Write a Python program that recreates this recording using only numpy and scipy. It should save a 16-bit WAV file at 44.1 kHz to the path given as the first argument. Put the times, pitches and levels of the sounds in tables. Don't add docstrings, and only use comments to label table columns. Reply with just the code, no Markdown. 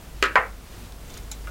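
import sys
import numpy as np
from scipy import signal
from scipy.fft import rfft, irfft
from scipy.io import wavfile
from scipy.ndimage import uniform_filter1d

SR = 44100
rng = np.random.default_rng(int(sys.argv[2]) if len(sys.argv) > 2 else 0)


def voltage_ratio(decibels):
    exponent = np.asarray(decibels, float) / 20
    return 10 ** exponent


def transcribe(u):
    v = np.clip(np.atleast_2d(u).T, -1, 1)
    q = np.round(v * 32767).astype(np.int16)
    wavfile.write(sys.argv[1], SR, q)


N = 66150

# (frequency [Hz], level per Hz [dB])
HISS_COLOUR = [(8.8, -22.5), (15, -0.5), (65, -7.5), (179, -15), (483, -22), (1340, -27.5), (1790, -30.5),
               (10000, -37), (16000, -39)]
HISS_DB, HISS_FLICKER_DB = -42.5, -1
HUM_HZ, HUM_DB, HUM_WOBBLE = 50.1, -41, 0.42

# (frequency [Hz], time to fall 60 dB [s])
ROOM_DECAY = [(250, 0.34), (500, 0.29), (1000, .25), (2000, 0.24), (4000, 0.14), (8000, 0.11),
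              (16000, 0.12)]
ROOM_RISE_S, ROOM_GRAIN_DB = 0.00064, 3.5

# (time [s], level [dB])
RUSTLE_LEVEL = [(0, -71), (.12, -62), (.2, -55), (.3, -55), (0.552, -70), (.68, -55), (.85, -55.5),
                (.95, -70), (1.08, -57), (1.15, -47.5), (1.22, -64), (1.35, -62), (1.5, -64)]
RUSTLE_HZ, RUSTLE_OCTAVES, RUSTLE_GRAIN_DB = 2340, 1.28, 4

# (time [s], peak level [dB], pitch [Hz], time to fall 60 dB [s], snap level [dB])
PART_TICKS = [(.9232, -35, 3970, 0.006, 0), (1.0497, -33, 3100, 0.003, -5), (1.0822, -45, 7320, .045, -22),
              (1.0972, -41, 3430, 0.054, -18), (1.1022, -36.5, 6730, .028, -4),
              (1.1082, -41, 3440, 0.045, -18), (1.1202, -43, 3420, .045, -14),
              (1.1408, -35, 6720, 0.03, -7), (1.1418, -38, 4340, 0.022, -5), (1.1432, -41, 5310, 0.02, -5),
              (1.1512, -43, 3380, 0.04, -18), (1.1662, -41, 3440, 0.039, -13),
              (1.1702, -40, 1420, 0.037, -18), (1.1737, -33.5, 6480, 0.03, 2),
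              (1.1743, -35.5, 10800, .022, -1), (1.1751, -37.5, 2370, 0.031, -2),
              (1.1757, -39, 9250, .022, -7), (1.1766, -38, 5720, .022, -7), (1.1781, -39, 4050, 0.02, 2),
              (1.2342, -40.5, 6510, 0.025, -18), (1.3134, -38.5, 1466, 0.049, -14),
              (1.3256, -41, 7340, 0.081, -24), (1.3762, -46, 3510, .012, 1), (1.4721, -36, 2690, 0.036, -6),
              (1.4728, -29.5, 1402, 0.084, -2), (1.4746, -36, 1570, 0.064, -4),
              (1.4752, -39.5, 2280, 0.051, -4), (1.4762, -40, 640, .12, -4)]
PART_ROOM_DB = -8.5

# (time [s], level [dB])
PLATE_KNOCKS = [
    (1.3146, -29),
    (1.3151, -22),
    (1.3164, -32),
    (1.3184, -24.5),
    (1.3196, -33.5),
    (1.3216, -44),
    (1.3262, -45),
]
# (frequency [Hz], level [dB], time to fall 60 dB [s])
PLATE_TONES = [(840, -11, 0.1), (2250, -13.5, 0.11), (3070, -6.5, 0.033), (3910, -8, 0.025),
               (5190, -4, 0.044), (5530, -5.5, .03), (6230, -8, 0.023), (6800, 4, 0.027),
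               (7100, 6.5, 0.047), (7400, -7, 0.12), (8920, -1, 0.017), (10470, -4.5, 0.025),
               (11260, 1, 0.02), (12700, -2, 0.012)]
# (frequency [Hz], level per Hz [dB])
PLATE_CRACK_COLOUR = [(350, -54), (600, -23), (3830, 1.5), (4500, -7), (6920, 4), (8390, -7), (16000, -16)]
PLATE_RING_DB, PLATE_CRACK_DB, PLATE_ROOM_DB, PLATE_CONTACT_S = -13, 0, -10.5, 0.00017

# (time [s], peak level [dB])
BENCH_LANDINGS = [
    (0.2257, -5),
    (0.3556, -2.5),
]
# (time after landing [s], level against landing [dB])
TIP_CHATTER = [
    (0.0126, -8.5),
    (.031, -11),
    (.042, -23.5),
]
# (frequency [Hz], level [dB], time to fall 60 dB [s])
TIP_TONES = [(410, -20, 0.45), (558, -23, 0.21), (1200, -5.5, 0.16), (1290, 0.5, 0.23), (1570, -12, 0.26),
             (1617, -1.5, 0.17), (1706, -6, 0.21), (1990, -3, 0.16), (2450, -13, 0.2), (2370, -22, 0.26),
             (2800, -11, 0.19), (3020, -5, 0.13), (3510, -27, 0.15), (4220, -17, 0.067), (4900, -25, 0.07)]
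# (frequency [Hz], level per Hz [dB])
TIP_CRACK_COLOUR = [(120, -51), (200, -24.5), (387, -7.5), (560, -12.5), (760, -26.5), (1560, 0.5),
                    (2130, -15), (2380, -8.5), (13800, -44.5), (16000, -55)]
TIP_RING_DB, TIP_CRACK_DB, TIP_ROOM_DB, TIP_CONTACT_S = -18, -3.5, -7.5, 0.00018
# (frequency [Hz], level [dB], time to fall 60 dB [s])
HANDLE_TONES = [(453.5, -5.5, 0.27), (610, -5, 0.21), (782.4, -4, 0.25), (904, -9, .18), (1017, 6, 0.17),
                (1123, 5, 0.12), (1213, -2, 0.13), (1275, -1.5, 0.26), (1374, -2, 0.28), (1390, -7.5, 0.17),
                (1553, 1.5, 0.18), (1620, -18, 0.075), (1832, -4, 0.19), (1977, -3, 0.16)]
# (frequency [Hz], level per Hz [dB])
HANDLE_CRACK_COLOUR = [(120, -57), (200, -24.5), (370, -17), (470, -7), (1550, -1), (2250, -6.5),
                       (4020, -29.5), (4900, -33), (6640, -41), (16000, -55)]
HANDLE_RING_DB, HANDLE_CRACK_DB, HANDLE_ROOM_DB, HANDLE_CONTACT_S = -18, -4, -6.5, 0.00033
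# (time [s], peak level [dB], pitch [Hz], time to fall 60 dB [s], snap level [dB])
SHAFT_RINGS = [(.2257, -6, 2715, .014, -14), (.2258, -15.5, 4950, 0.013, -17),
               (.2259, -21, 7320, 0.014, -25), (.2280, -13, 1700, 0.04, -5), (.2382, -26, 7200, 0.016, -8),
               (.2575, -34, 4900, .03, -13), (.3559, -29, 4790, 0.038, -10), (.3560, -37, 6700, 0.036, -3),
               (.3568, -7.5, 2220, 0.019, -36), (.3612, -22, 1090, .02, -25), (.366, -37, 6500, 0.022, -13),
               (.368, -33, 145, 0.14, -40)]
SHAFT_ROOM_DB = -9


def colour(x, points):
    hz, db = np.array(points, float).T
    grid_hz = np.maximum(np.fft.rfftfreq(8192, 1 / SR), 1)
    gain = voltage_ratio(np.interp(np.log(grid_hz), np.log(hz), db))
    cepstrum = irfft(np.log(gain))
    cepstrum[1:4096] *= 2
    cepstrum[4097:] = 0
    response = irfft(np.exp(rfft(cepstrum)))
    return signal.fftconvolve(x, response)[:len(x)]


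def hump(hz, octaves):
    return [(hz * 2 ** (k * octaves), -6.0 * k * k) for k in range(-3, 4)]


def unit(x):
    return x / np.sqrt(np.mean(x ** 2))


def walk(rate):
    hold = int(SR / rate)
    steps = np.repeat(rng.standard_normal(N // hold + 1), hold)
    smooth = uniform_filter1d(uniform_filter1d(steps, hold), hold)[:N]
    return smooth / smooth.std()


def taps(rows):
    x = np.zeros(N)
    for time_s, db in rows:
        x[min(int(time_s * SR), N - 1)] += voltage_ratio(db)
    return x


def fade(t, t60):
    return np.exp(-np.log(1000) * t / t60)


def ring(tones):
    t = np.arange(SR // 2) / SR
    total = np.zeros(len(t))
    for hz, db, t60 in tones:
        total += voltage_ratio(db) * np.sin(2 * np.pi * (hz * t + rng.random())) * fade(t, t60)
    return total


def room():
    t = np.arange(SR // 2) / SR
    grain = rng.standard_normal(len(t)) * voltage_ratio(ROOM_GRAIN_DB * rng.standard_normal(len(t)))
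    tail = sum(colour(grain, hump(hz, 0.492)) * fade(t, t60) for hz, t60 in ROOM_DECAY)
    tail = tail * (1 - np.exp(-t / ROOM_RISE_S))
    return tail / np.sqrt(np.sum(tail ** 2))


def knock(rows, tones, crack_colour, ring_db, crack_db, room_db, contact_s):
    crack = colour(taps([(0, 0)])[:SR // 2], crack_colour)
    crack = crack / np.abs(crack).max()
    t = np.arange(len(crack)) / SR
    burst = rng.standard_normal(400) * t[:400] * np.exp(-t[:400] / contact_s)
    crush = signal.fftconvolve(crack, burst)[:len(crack)]
    crush = voltage_ratio(crack_db) * crush / np.abs(crush).max()
    ringing = voltage_ratio(ring_db) * ring(tones) * (1 - np.exp(-t / contact_s))
    echo = voltage_ratio(room_db + 11.5) * signal.fftconvolve(crack, room())[:len(crack)]
    return signal.fftconvolve(taps(rows), crush + ringing + echo)[:N]


def ticks(rows, room_db):
    close = np.zeros(N)
    for time_s, db, hz, t60, snap_db in rows:
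        tick = ring([(hz * 0.9, -6, t60), (hz * 1.03, -6, t60)])
        burst = rng.standard_normal(200) * np.exp(-np.arange(200) / 30)
        tick[:200] += voltage_ratio(snap_db) * colour(burst, hump(hz, 1.34))
        close += signal.fftconvolve(taps([(time_s, db)]), tick)[:N]
    return close + voltage_ratio(room_db) * signal.fftconvolve(close, room())[:N]


def background():
    noise = colour(rng.standard_normal(2 * N), HISS_COLOUR)[N:]
    hiss = unit(noise) * voltage_ratio(HISS_DB + HISS_FLICKER_DB * walk(6.7))
    t = np.arange(N) / SR
    drift = 1 + HUM_WOBBLE * (walk(9.1) + 1j * walk(8.4))
    hum = np.imag(drift * np.exp(2j * np.pi * HUM_HZ * t))
    return hiss + voltage_ratio(HUM_DB) * unit(hum)


def rustle():
    grains = rng.standard_normal(N) * voltage_ratio(RUSTLE_GRAIN_DB * np.tanh(walk(60.17)))
    time_s, level_db = np.array(RUSTLE_LEVEL).T
    db = np.interp(np.arange(N) / SR, time_s, level_db, left=-100)
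    return voltage_ratio(db) * unit(colour(grains, hump(RUSTLE_HZ, RUSTLE_OCTAVES)))


def chassis():
    parts = ticks(PART_TICKS, PART_ROOM_DB)
    plate = knock(PLATE_KNOCKS, PLATE_TONES, PLATE_CRACK_COLOUR,
                  PLATE_RING_DB, PLATE_CRACK_DB, PLATE_ROOM_DB, PLATE_CONTACT_S)
    return parts + plate


def screwdriver():
    (tip_s, tip_db), handle_landing = BENCH_LANDINGS
    tip_hits = [(tip_s, tip_db)] + [(tip_s + later, tip_db + db) for later, db in TIP_CHATTER]
    tip = knock(tip_hits, TIP_TONES, TIP_CRACK_COLOUR,
                TIP_RING_DB, TIP_CRACK_DB, TIP_ROOM_DB, TIP_CONTACT_S)
    handle = knock([handle_landing], HANDLE_TONES, HANDLE_CRACK_COLOUR,
                   HANDLE_RING_DB, HANDLE_CRACK_DB, HANDLE_ROOM_DB, HANDLE_CONTACT_S)
    return tip + handle + ticks(SHAFT_RINGS, SHAFT_ROOM_DB)


def scene():
    return (background() + rustle() + chassis() + screwdriver())[None]


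def band_limit(x):
    return signal.sosfilt(signal.butter(12, 16470, fs=SR, output="sos"), x)


def record(dry):
    low_pass = signal.ellip(8, 0.2, 40, 15900, fs=SR, output="sos")
    mix = signal.sosfilt(low_pass, dry)
    return band_limit(mix)


dry = scene()
out = record(dry)
transcribe(out)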